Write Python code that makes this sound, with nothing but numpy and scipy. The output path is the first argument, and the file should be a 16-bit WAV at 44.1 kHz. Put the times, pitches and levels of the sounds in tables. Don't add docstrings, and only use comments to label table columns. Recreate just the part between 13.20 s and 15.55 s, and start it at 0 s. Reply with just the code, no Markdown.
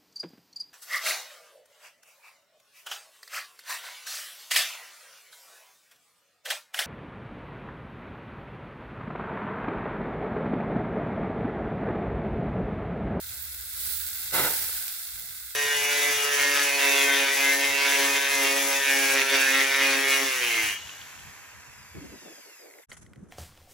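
import sys
import numpy as np
from scipy import signal
from scipy.fft import rfft, irfft
from scipy.io import wavfile
from scipy.ndimage import uniform_filter1d

SR = 44100
rng = np.random.default_rng(int(sys.argv[2]) if len(sys.argv) > 2 else 0)


def output_pcm(signal):
    pcm = np.clip(np.atleast_2d(signal).T, -1, 1) * 32767
    wavfile.write(sys.argv[1], SR, np.round(pcm).astype(np.int16))


N = 103635
T = np.arange(N) / SR
HZ = np.fft.rfftfreq(N, 1 / SR)

# (dB per Hz, relative)
SIZZLE_COLOUR = [(120, -30.5), (330, -18.5), (540, -36), (720, -19.5), (1080, -18.5), (1330, -7),
                 (1540, 0.5), (1800, -8.5), (2050, -0.5), (2400, -8.5), (2700, -4), (2950, -13),
                 (3400, -0.5), (4100, 0.5), (6300, -4), (8000, 1.5), (9800, -0.5), (10900, 3), (12000, 4),
                 (13100, -2.5), (15100, 8), (16000, -1)]
# time_s, level_db
SIZZLE_STRENGTH = [(0, -41.5), (.12, -39), (.33, -40.5), (.46, -40.5), (.62, -38), (.88, -36.5),
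                   (1.1, -35.5), (1.7, -38.5), (2.35, -41.5)]
SIZZLE_TRIM_DB = 3
SIZZLE_BUBBLES_PER_S, SIZZLE_BUBBLE_SHARE, SIZZLE_SPREAD_DB = 2200, 0.48, 3.5

# peak_s, level_db, pan_db (left minus right), top_lift_db
FLARE_SPURTS = [(.665, -30, 2.5, -6), (.732, -24, -15, 4.5)]
# (dB per Hz, relative)
FLARE_COLOUR = [(400, -37.5), (2500, -19.5), (4000, -8), (6500, -14), (8600, -5), (9600, -10), (10900, -2),
                (12000, -2), (13100, -10), (14400, -4), (16000, 2)]
FLARE_LIFT_HZ = [12000, 14500]
FLARE_RISE_DB_PER_S, FLARE_FALL_DB_PER_S = 70, 72

# peak_s, half_length_s, pitch_hz, level_db, pan_db (left minus right)
VAPOUR_JETS = [(.235, .025, 15200, -37, -12), (0.342, 0.077, 12000, -44.5, 18),
               (1.03, 0.062, 10800, -50, 32)]
JET_WIDTH_HZ = 3700

# (dB per Hz, relative)
ROAR_COLOUR = [(30, -17), (100, -5), (220, -8.5), (400, -4), (700, -6.5), (1150, -9.5), (1350, -1),
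               (1750, -6.5), (2250, -6), (2500, -13), (3000, -13), (3850, -6.5), (5000, -21), (9000, -25),
               (16000, -36)]
# pitch_hz, width_hz, lift_db
BOX_RESONANCES = [(540, 150, 4.5), (895, 150, 8), (1480, 25, 7), (2028, 89, 7.5), (2744, 40, 14.5)]
# peak_s, half_length_s, level_db (relative to the roar)
SPATTERS = [(1.312, 0.022, -17.5), (1.435, 0.028, -25), (1.496, 0.0059, -18)]
# pitch_hz, likeness (0 to 1)
ROAR_LIKENESS = [(700, 1), (1450, 1), (2200, 0.35), (4000, 0.93), (16000, 0.22)]
SPLASH_S, ROAR_DB = 1.1136, -26.5
ROAR_RISE_S, ROAR_HOLD_S, ROAR_SAG_DB_PER_S, ROAR_FALL_DB_PER_S = 0.05, 0.14, 14.5, 183
ROAR_LEAD_S = .00007

# (dB per Hz, relative)
STEAM_COLOUR = [(120, -21), (280, -21), (600, -18), (830, -13), (1050, -18), (1300, -12), (1530, -2.5),
                (1800, -8.5), (2050, -6.5), (3000, -9.5), (3800, -5.5), (5200, -3.5), (6200, -7),
                (7900, -3), (12000, 0.5), (13100, 0), (15200, 4), (16000, -1)]
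STEAM_DB = -21.5
STEAM_RISE_S, STEAM_HOLD_S, STEAM_SAG_DB_PER_S, STEAM_FALL_DB_PER_S = 0.041, 0.51, 21.5, 39

# start_s, level_db (before colour and pan), body_lift_db (lower treble and below)
FAT_POPS = [(.0962, -18, 0), (.4105, -12, -3), (.5703, -16, 2), (1.3762, -8, -2), (1.6808, -10, 7),
            (1.6829, -11.5, 5), (1.7248, -14, -4), (1.997, -9.5, -5), (2.0897, -16, -2)]
# pitch_hz, gain_db
POP_COLOUR = [(100, -32), (1000, -24), (2000, -11), (5000, -7), (9500, -9), (11800, -1), (16000, 0)]
POP_LIFT_HZ = [4000, 12000]
POP_SCATTER_S, POP_SCATTER_DB = .001, 1
POP_PAN_DB = -4

# (dB per Hz, relative)
FIRE_COLOUR = [(20, -35), (38, -27), (52, -2.5), (63, 4), (80, -5), (100, -12.5), (125, -28), (700, -31.5),
               (2000, -37)]
# time_s, level_db
FIRE_STRENGTH = [(0, -53), (.43, -51), (.51, -59), (.57, -51.5), (.82, -50.5), (.98, -57.5), (1.57, -54),
                 (1.63, -64.5), (1.87, -65.5), (1.95, -54), (2.07, -64), (2.19, -63), (2.25, -57.5),
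                 (2.35, -66)]
# time_s, pitch_hz
FIRE_GLIDE = [(.24, 77.1), (.35, 62.92)]

# (dB per Hz, relative)
RUSTLE_COLOUR = [(50, -2), (120, 7.5), (200, -8.5), (550, -10), (850, -9), (2400, -46)]
# peak_s, half_length_s, level_db
RUSTLE_SWELLS = [(0.14, 0.068, -59), (0.678, 0.032, -57.5), (1.096, 0.094, -59.5), (2.046, 0.12, -61)]

BUBBLE_HZ = [700, 2500, 5500, 9500, 14500]
# pitch_hz, likeness (0 to 1)
CHANNEL_LIKENESS = [(80, .975), (150, .82), (600, .65), (1450, .7), (2200, .35), (3500, 0)]
# pitch_hz, balance_db (left minus right)
CHANNEL_BALANCE = [(60, -3.5), (700, -2.5), (1300, -5.5), (2400, -1), (4400, -3), (8300, -3), (9900, 1),
                   (10900, -2.5)]
CHANNEL_DELAY_S = .0003
EDGE_HZ = 15850


def sizzle():
    bubbles = boil(SIZZLE_BUBBLES_PER_S, SIZZLE_BUBBLE_SHARE, SIZZLE_SPREAD_DB,
                   flicker_db=0.6, flicker_hz=108)
    return amp(SIZZLE_TRIM_DB) * level(SIZZLE_STRENGTH) * colour(bubbles, read(SIZZLE_COLOUR))


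def flare():
    out = np.zeros((2, N))
    for peak_s, level_db, pan_db, top_lift_db in FLARE_SPURTS:
        fizz = boil(4600, share=0.47, spread_db=2.0, flicker_db=-1, flicker_hz=110)
        top_db = np.interp(HZ, FLARE_LIFT_HZ, [0, top_lift_db])
        hiss = colour(fizz, read(FLARE_COLOUR) + top_db)
        before_db = (peak_s - T) * FLARE_RISE_DB_PER_S
        after_db = (T - peak_s) * FLARE_FALL_DB_PER_S
        out += hiss * amp(level_db - np.maximum(before_db, after_db)) * pan(pan_db)
    return out


def jets():
    out = np.zeros((2, N))
    for peak_s, half_s, pitch_hz, level_db, pan_db in VAPOUR_JETS:
        band = 1 / (1 + (2 * (HZ - pitch_hz) / JET_WIDTH_HZ) ** 4)
        noise = rng.standard_normal((2, N))
        hiss = unit(irfft(rfft(noise, axis=1) * band, N, axis=1))
        out += hiss * swell(peak_s, half_s, level_db) * pan(pan_db)
    return out


def splash():
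    box_db = sum(lift_db / (1 + (2 * (HZ - pitch_hz) / width_hz) ** 2)
                 for pitch_hz, width_hz, lift_db in BOX_RESONANCES)
    spatter = boil(2000, share=0.48, spread_db=2.5, flicker_db=0.97, flicker_hz=58)
    roar = colour(spatter, read(ROAR_COLOUR) + box_db, ROAR_LIKENESS, ROAR_LEAD_S)
    flow = gush(ROAR_RISE_S, ROAR_HOLD_S, ROAR_SAG_DB_PER_S, ROAR_FALL_DB_PER_S)
    late = sum(swell(*row) for row in SPATTERS)
    return amp(ROAR_DB) * roar * (flow + late)


def steam():
    bubbles = boil(6000, share=0.23, spread_db=2.0, flicker_db=1.05, flicker_hz=70)
    fizz = colour(bubbles, read(STEAM_COLOUR))
    return amp(STEAM_DB) * fizz * gush(STEAM_RISE_S, STEAM_HOLD_S, STEAM_SAG_DB_PER_S, STEAM_FALL_DB_PER_S)


def pops():
    out = np.zeros((2, N))
    age = T[:SR // 40]
    for start_s, level_db, body_lift_db in FAT_POPS:
        snap = rng.standard_normal((2, len(age))) * np.exp(-age / POP_SCATTER_S)
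        snap *= amp(POP_SCATTER_DB) / np.linalg.norm(snap[0])
        snap[:, 0] = -1
        body_db = np.interp(HZ, POP_LIFT_HZ, [body_lift_db, 0])
        tone = amp(level_db + read(POP_COLOUR) + body_db)
        pop = irfft(rfft(snap, N, axis=1) * tone, N, axis=1)
        out += np.roll(pop, round(start_s * SR), axis=1)
    return out * amp([[POP_PAN_DB / 2], [-POP_PAN_DB / 2]])


def fire():
    steady = colour(rng.standard_normal((2, N)), read(FIRE_COLOUR))
    pitch_hz = np.interp(T, *np.transpose(FIRE_GLIDE))
    position = np.cumsum(pitch_hz / pitch_hz[-1])
    drone = np.array([np.interp(position, np.arange(N), side, period=N) for side in steady])
    strength = np.sqrt(uniform_filter1d((drone ** 2).mean(0), size=SR // 16))
    return level(FIRE_STRENGTH) * drone / strength


def rustle():
    noise = colour(rng.standard_normal((2, N)), read(RUSTLE_COLOUR))
    return sum(swell(*row) for row in RUSTLE_SWELLS) * noise


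def boil(per_s, share, spread_db, flicker_db, flicker_hz):
    bubbles = 0
    for row in np.eye(len(BUBBLE_HZ)):
        band = np.sqrt(np.interp(HZ, BUBBLE_HZ, row))
        bubbles = bubbles + rfft(clicks(per_s, spread_db), axis=1) * band
    bubbles = irfft(bubbles, N, axis=1)
    hiss = rng.standard_normal((2, N))
    share = np.clip(share, 0, 1)
    mix = np.sqrt(share) * bubbles + np.sqrt(1 - share) * hiss
    return mix * amp(flicker_db * drift(flicker_hz))


def clicks(per_s, spread_db):
    chance, side, sign = rng.random((3, N))
    size = amp(spread_db * np.minimum(rng.exponential(1, N), 5))
    left = size * np.sign(sign - .5) * (chance < per_s / SR)
    offset = np.round((2 * side - 1) * CHANNEL_DELAY_S * SR).astype(int)
    arrival = (np.arange(N) + offset) % N
    return unit(np.array([left, np.bincount(arrival, left, N)]))


def gush(rise_s, hold_s, sag_db_per_s, fall_db_per_s):
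    age = np.maximum(T - SPLASH_S, 0)
    rise = np.sin(np.pi / 2 * np.minimum(age / rise_s, 1)) ** 2
    sag_db = sag_db_per_s * np.minimum(age, hold_s)
    fall_db = fall_db_per_s * np.maximum(age - hold_s, 0)
    return rise * amp(-sag_db - fall_db)


def swell(peak_s, half_s, db):
    return amp(db) * np.exp(-((T - peak_s) / half_s) ** 2)


def colour(pair, spectrum_db, likeness=CHANNEL_LIKENESS, lead_s=0):
    a, b = rfft(pair, axis=1)
    same = np.clip(read(likeness), -1, 1)
    lean_db = read(CHANNEL_BALANCE) / 2
    shared = same * a * np.exp(-2j * np.pi * HZ * lead_s)
    right = shared + np.sqrt(1 - same ** 2) * b
    both = np.array([a * amp(lean_db), right * amp(-lean_db)])
    return unit(irfft(both * amp(spectrum_db), N, axis=1))


def pan(pan_db):
    return unit(amp([[pan_db / 2], [-pan_db / 2]]))


def drift(rate_hz):
    spectrum = rfft(rng.standard_normal(N)) * (HZ > 3)
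    return unit(irfft(spectrum / (1 + (HZ / rate_hz) ** 4), N))


def read(points):
    pitch_hz, value = np.transpose(points)
    return np.interp(np.log(HZ + 1), np.log(pitch_hz + 1), value)


def level(points):
    return amp(np.interp(T, *np.transpose(points)))


def amp(db):
    return 10 ** (np.asarray(db) / 20)


def unit(x):
    return x / np.sqrt(np.mean(x ** 2) + 1e-20)


def scene():
    return sizzle() + flare() + jets() + splash() + steam() + pops() + fire() + rustle()


def record(dry):
    lowpass = signal.firwin(601, EDGE_HZ, window=("kaiser", 8), fs=SR)
    return signal.oaconvolve(dry, lowpass[None], "same")


dry = scene()
out = record(dry)
output_pcm(out)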